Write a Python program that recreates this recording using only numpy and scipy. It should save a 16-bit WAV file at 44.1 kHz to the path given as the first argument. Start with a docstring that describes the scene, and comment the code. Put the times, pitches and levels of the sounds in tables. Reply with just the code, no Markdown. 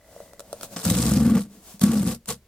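"""Two long rips and a short last one: the perforated strip is torn by hand out of a corrugated box.
Each bridge of the perforation thumps the ringing box; cracks and fibre hiss are shaped noise, the lid rattles.
Before that, nails tick on the pull tab, hands slide on the card and a small camera motor ticks faintly;
between the rips come a faint low knock and two duller ticks on the card. Place: a quiet soft room with a short
echo, faint low air. Distance: close, a little to one side. Microphone: the stereo pair of the camera."""
import sys
import numpy as np
from scipy import signal
from scipy.fft import rfft, irfft
from scipy.io import wavfile
from scipy.ndimage import uniform_filter1d

SR = 44100
rng = np.random.default_rng(int(sys.argv[2]) if len(sys.argv) > 2 else 0)


def decibels_to_gain(level_db):
    """Convert a level in decibels to a linear amplitude gain (20 dB per decade)."""
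    exponent = np.asarray(level_db, float) / 20
    return 10 ** exponent


def log_audio(samples):
    """Write samples as a 16-bit WAV file to the path given in sys.argv[1]."""
    # one column per channel
    frames = np.atleast_2d(samples).T
    # limit to full scale, then quantise
    limited = np.clip(frames, -1, 1)
    pcm = np.round(limited * 32767).astype(np.int16)
    wavfile.write(sys.argv[1], SR, pcm)


N = 109323  # samples

# Spectrum of the room air: f/Hz, level/dB
AIR_SPECTRUM = [(30, 1.5), (230, -26), (460, -21), (820, -32), (16000, -41.5)]
# Spectrum of skin sliding on card: f/Hz, level/dB
SKIN_SPECTRUM = [(700, 5), (2000, -5.5), (7900, 0.5), (16000, -5)]
# Hands sliding on the card: centre t/s, half length t/s, hiss level/dB, rumble level/dB
HAND_SLIDES = [(0.192, 0.14, -53.5, -60), (0.61, 0.18, -52, -54), (0.641, 0.018, -39.5, -60),
               (0.736, 0.022, -45.5, -49.5), (1.547, 0.06, -55, -48.5), (1.7, 0.067, -46, -64)]
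# Nail ticks, on the tab in the first second, later two duller ones on the card:
# t/s, push on the panel level/dB, tick level/dB
NAIL_TICKS = [(0.163, -42.5, -56), (0.203, -40, -46), (0.334, -47.5, -42.5), (0.395, -47.5, -32.5),
              (0.404, -44, -33.5), (0.529, -32, -28.5), (0.611, -48, -31.5), (0.632, -43, -26.5),
              (1.795, -56, -34.5), (2.258, -64, -37.5)]
# Modes of the pull tab and the panel round it: f/Hz, level/dB, t60/s
TAB_MODES = [(481, -3.5, 0.11), (575.4, 7, 0.06), (634.6, 3, 0.06)]
# Bright note of a nail tick: f/Hz, level/dB, t60/s
NAIL_MODES = [(1340, 3.5, .015)]
# Modes of the hollow box: f/Hz, level/dB
BOX_MODES = [(72, -3), (108, -6), (142, 3), (192, -5.5), (214, 5.5), (245, -1.5), (320, -6.5)]
# Deepest box modes, whose drive rises and falls over the rips: t/s, drive level/dB
DEEP_DRIVE = [(1.15, -3), (1.35, -24), (1.85, -25), (1.95, -19.5), (2.2, -3.5)]
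# The pulled panel tightens and slackens: t/s, pitch of the box modes [ratio]
PANEL_TENSION = [(.9, 0.84), (1.32, 1.088), (1.4, 0.93), (1.83, 0.93), (1.93, 1.04), (2.01, 0.94)]
# Modes of the stiff lid beside the slit: f/Hz, level/dB, t60/s
LID_MODES = [(485.2, -0.5, 0.054), (684, -5.5, 0.011), (1127, -12, 0.03)]
# Spectrum of torn card: f/Hz, level/dB
CARD_SPECTRUM = [(900, -4.5), (2300, -8), (4200, -2.5), (6800, -2.5), (8700, 1.5), (10600, -5),
                 (12500, -3.5), (15500, -9.5), (16300, -55)]
# One list for each pull: t/s, fibre hiss level/dB, shaking of the box level/dB, rattle of the lid level/dB
PULL_LEVELS = [
    [(.762, -35, -35, -32.5), (.768, -32.5, -34.5, -30.5), (.825, -36, -60, -44),
     (.845, -27.5, -24.5, -33.5), (1.11, -30, -22.5, -33), (1.24, -38, -24.5, -35), (1.38, -40, -16, -30.5),
     (1.42, -40.5, -51, -51), (1.47, -62, -35, -53)],
    [(1.805, -47, -50, -53), (1.815, -32.5, -23, -32), (1.93, -34.5, -21.5, -32.5),
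     (1.99, -36.5, -24.5, -38), (2.05, -38, -22, -39.5), (2.09, -31.5, -26, -33.5),
     (2.15, -38, -37.5, -44.5), (2.18, -61, -61, -69)],
    [(2.272, -51.5, -54, -74), (2.288, -27, -34.5, -28.5), (2.315, -29, -34, -32.5),
     (2.39, -70.5, -83, -82)],
]
# Thumps of the box: bridges breaking, and one faint low knock at 1.743 before the second rip:
# t/s, relative level/dB
BOX_THUMPS = [(0.867, -13), (0.914, -9.5), (0.963, -15), (0.998, -9.5), (1.074, -12), (1.12, -9.5),
              (1.138, -11), (1.169, -4.5), (1.21, -6.5), (1.224, -10), (1.26, -4.5), (1.276, -3.5),
              (1.301, -8), (1.32, -6), (1.367, -5.5), (1.743, -33), (1.816, -12.5), (1.837, -1),
              (1.866, -16), (1.894, -7.5), (1.907, -11.5), (1.966, -9), (2.01, -11.5), (2.032, -11.5),
              (2.073, -8.5), (2.289, -28)]
# Sharp cracks of the paper liner: t/s, relative level/dB
LINER_CRACKS = [(0.853, -13.5), (0.9017, -11), (0.952, -16.5), (0.988, -17.5), (1.0284, -18.5),
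                (1.066, -18), (1.8159, -19), (1.838, -13.5), (1.919, -22.5)]

AIR_DB = -54
WIDE_HZ, WIDE_DB = 2780, -1.5  # corner and level of the left-right difference in every noise
MOTOR_START_S, MOTOR_STOP_S, MOTOR_PER_S = .012, 0.41, 59.94
MOTOR_HZ, MOTOR_T60_S, MOTOR_DB = 2000, 0.029, -33
WEAK_DB, MOTOR_SCATTER_DB = -4, 2.5  # every second tick; spread of all ticks
NAIL_S, TICK_S = .0005, 0.0019  # push of the nail, also its delay; decay of the tick
TAB_RUMBLE_DB, TAB_FREE_S = 8, 1  # tab panel against the box; the tab fades out of the rumble by then
BOX_T60_S, BOX_DAMPING = 0.17, 0.49  # at 200 Hz; power of frequency, so higher modes die sooner
DEEP_UNDER_HZ = 160
BOX_BAND_HZ, LID_LOW_HZ = (58, 350), 430  # band edges that keep the box's thump and the lid's rattle apart
LID_WANDER = .025  # pitch, as a ratio
CRACK_RISE_S, CRACK_FALL_S, CRACK_DB = .0025, .002, -5
THUMP_PUSH_S, THUMP_DB, THUMP_HISS_DB = 0.0022, -8.5, -12
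FIBRES_PER_S, FIBRE_SCATTER_DB, FIBRE_S = 2500, 2.5, 0.0016
HISS_DB = -2  # on top of the hiss column of the pulls
PATCHES_PER_S, PATCH_DB = 140, 3
ROOM_T60_S, ROOM_LOW_HZ, ROOM_GAP_S, ROOM_DB = 0.1, 930, 0.0016, -11
RIGHT_LAG_S, LEFT_DB, MIC_LOW_HZ = 4e-5, 1, 50


def unit(x):
    """Scale to rms 1."""
    return x / np.sqrt(np.mean(x ** 2))


def noise(spectrum):
    """Steady noise of a spread-out source: left and right share the bass and differ in the treble."""
    hz, db = np.array(spectrum).T
    f = np.arange(N // 2 + 1) * SR / N + 1  # 1 Hz up, to keep the logarithm finite
    colour = decibels_to_gain(np.interp(np.log(f), np.log(hz), db))
    mid, side = rfft(rng.standard_normal((2, N))) * colour
    side = side * decibels_to_gain(WIDE_DB) * f / np.hypot(f, WIDE_HZ)
    return unit(irfft(mid + np.array([[1], [-1]]) * side, N))


def ring(x, modes, pitch=1):
    """Damped modes whose pitch may glide; a unit impulse gives each its own peak level."""
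    turn = 2j * np.pi * np.cumsum(pitch + np.zeros(N)) / SR
    total = 0
    for hz, db, t60 in modes:
        carrier = np.exp(hz * turn)
        # decay at zero frequency, then shift up to the mode
        decay = signal.lfilter([1], [1, -decibels_to_gain(-60 / (t60 * SR))], x / carrier)
        total = total + decibels_to_gain(db) * (carrier * decay).real
    return total


def spikes(times, db):
    """Impulses at the given times."""
    times = np.asarray(times)
    at = np.clip((times * SR).astype(int), 0, N - 1)
    return np.bincount(at, decibels_to_gain(db + 0. * times), N)


def burst(x, rise_s, fall_s):
    """Every impulse becomes a quick swell and fall of its own peak."""
    t = np.arange(-SR // 20, SR // 20 + 1) / SR
    shape = np.exp(np.where(t < 0, t / rise_s, -t / fall_s))
    return np.abs(signal.fftconvolve(x, shape, "same"))


def soften(x, push_s):
    """Spread every impulse into a smooth push of the same area."""
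    push = np.exp(-(np.arange(-SR // 100, SR // 100 + 1) / (SR * push_s / 2)) ** 2)
    return np.convolve(x, push / push.sum(), "same")


def walk(per_s):
    """Random levels, held briefly and slewed."""
    hold = SR // per_s
    steps = np.repeat(rng.standard_normal(N // hold + 1), hold)
    return uniform_filter1d(steps, hold // 2)[:N]


def steep(x, hz, kind):
    """Steep filter without delay."""
    return signal.sosfiltfilt(signal.butter(2, hz, kind, fs=SR, output="sos"), x)


def patchy(x):
    """Each half octave swells and drops on its own, so that the colour of the crackle keeps changing."""
    edges = 540 * 2 ** np.arange(0, 5.1, .5)
    bands = zip(edges, edges[1:])
    return unit(sum(decibels_to_gain(PATCH_DB * walk(PATCHES_PER_S)) * steep(x, band, "band") for band in bands))


def room_air():
    """Room air: steady noise, strongest in the bass."""
    return decibels_to_gain(AIR_DB) * noise(AIR_SPECTRUM)


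def room_echo(near):
    """The soft room returns a short diffuse tail without deep bass, different left and right."""
    t = np.arange(SR // 2) / SR
    tail = rng.standard_normal((2, len(t))) * decibels_to_gain(-60 * t / ROOM_T60_S) * (t > ROOM_GAP_S)
    tail = tail / np.sqrt(np.sum(tail[0] ** 2))
    tail = signal.lfilter(*signal.butter(1, ROOM_LOW_HZ, "high", fs=SR), tail)
    return decibels_to_gain(ROOM_DB) * signal.fftconvolve(near, tail, axes=1)[:, :N]


def motor():
    """Regular faint ticks, each a short push on one damped mode, every second one weaker on average."""
    k = np.arange(int((MOTOR_STOP_S - MOTOR_START_S) * MOTOR_PER_S))
    db = WEAK_DB * (k % 2) + MOTOR_SCATTER_DB * rng.standard_normal(len(k))
    ticks = spikes(MOTOR_START_S + k / MOTOR_PER_S, db)
    return ring(soften(ticks, 0.0005), [(MOTOR_HZ, MOTOR_DB, MOTOR_T60_S)])


def box(x):
    """The hollow box rings: panel tension moves its pitch and the drive of its deepest modes rises and falls."""
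    t = np.arange(N) / SR
    free = decibels_to_gain(np.interp(t, *np.array(DEEP_DRIVE).T))
    pitch = np.interp(t, *np.array(PANEL_TENSION).T)
    total = 0
    for hz, db in BOX_MODES:
        drive = x * free if hz < DEEP_UNDER_HZ else x
        t60 = BOX_T60_S * (200 / hz) ** BOX_DAMPING
        total = total + ring(drive, [(hz, db, t60)], pitch)
    return total


def slides():
    """Skin on card: soft swells of hiss, and a rumble in the box and the tab panel."""
    t = np.arange(N) / SR
    hiss, rumble = np.zeros((2, N))
    for centre, half, hiss_db, rumble_db in HAND_SLIDES:
        swell = np.exp(-((t - centre) / half) ** 2)
        hiss += decibels_to_gain(hiss_db) * swell
        rumble += decibels_to_gain(rumble_db) * swell
    tab_share = decibels_to_gain(TAB_RUMBLE_DB) * np.clip(1 - t / TAB_FREE_S, .05, 1)
    body = unit(box(rng.standard_normal(N)))
    body = body + tab_share * unit(ring(rng.standard_normal(N), TAB_MODES))
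    return hiss * noise(SKIN_SPECTRUM) + rumble * body


def nail_ticks():
    """A nail ticks and the panel rings briefly: bright on the tab in the first second, later duller on the card."""
    s, db, tick_db = np.array(NAIL_TICKS).T
    ticks = spikes(s, tick_db)
    on_tab = np.arange(N) < SR  # the first second
    panel = ring(soften(spikes(s + NAIL_S, db), NAIL_S), TAB_MODES)
    bright = ring(soften(ticks * on_tab, NAIL_S), NAIL_MODES)
    return panel + bright + burst(ticks, TICK_S / 10, TICK_S) * noise(CARD_SPECTRUM)


def pull_level(column):
    """Amplitude of one column of the pulls over time, all but silent between them."""
    t = np.arange(N) / SR
    pulls = [np.array(p).T for p in PULL_LEVELS]
    return sum(decibels_to_gain(np.interp(t, p[0], p[column], -120, -120)) for p in pulls)


def rip():
    """The box thumps, the liner cracks; fibres hiss, shake the box and rattle the lid through a pull."""
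    hiss, shake, rattle = (pull_level(k) for k in (1, 2, 3))
    scatter = decibels_to_gain(FIBRE_SCATTER_DB * rng.exponential(size=N))
    fibres = (rng.random(N) < FIBRES_PER_S / SR) * scatter
    grain = unit(burst(fibres, FIBRE_S / 10, FIBRE_S))

    s, db = np.array(BOX_THUMPS).T
    thumps = soften(spikes(s, db + THUMP_DB), THUMP_PUSH_S)
    spurts = 1 + burst(spikes(s, THUMP_HISS_DB), CRACK_RISE_S, CRACK_FALL_S)
    s, db = np.array(LINER_CRACKS).T
    cracks = burst(spikes(s, db + CRACK_DB), CRACK_RISE_S, CRACK_FALL_S)

    # rough drives are scaled so that the pull levels set the level of the ringing
    rough, scratch = grain * rng.standard_normal((2, N))
    body = box(shake * rough / box(rough).std() + thumps)
    lid_drive = rattle * spurts * scratch / ring(scratch, LID_MODES).std()
    lid = ring(lid_drive, LID_MODES, 1 + LID_WANDER * walk(20))
    tearing = np.hypot(decibels_to_gain(HISS_DB) * hiss * grain * spurts, cracks) * patchy(noise(CARD_SPECTRUM))
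    return steep(body, BOX_BAND_HZ, "band") + steep(lid, LID_LOW_HZ, "high") + tearing


def scene():
    """The box close by, louder and earlier on the left; echo, centred motor and room air are added."""
    near = rip() + nail_ticks() + slides()
    f = np.arange(N // 2 + 1) * SR / N
    right = irfft(rfft(near[1]) * np.exp(-2j * np.pi * f * RIGHT_LAG_S), N)
    direct = np.array([decibels_to_gain(LEFT_DB) * near[0], right])
    return direct + room_echo(near) + motor() + room_air()


def low_pass(x):
    """Removes everything above the highest recorded frequency."""
    return signal.sosfilt(signal.butter(12, 16600, fs=SR, output="sos"), x)


def record(dry):
    """The microphone drops the deepest bass."""
    mix = signal.lfilter(*signal.butter(2, MIC_LOW_HZ, "high", fs=SR), dry)
    return low_pass(mix)


dry = scene()
out = record(dry)
log_audio(out)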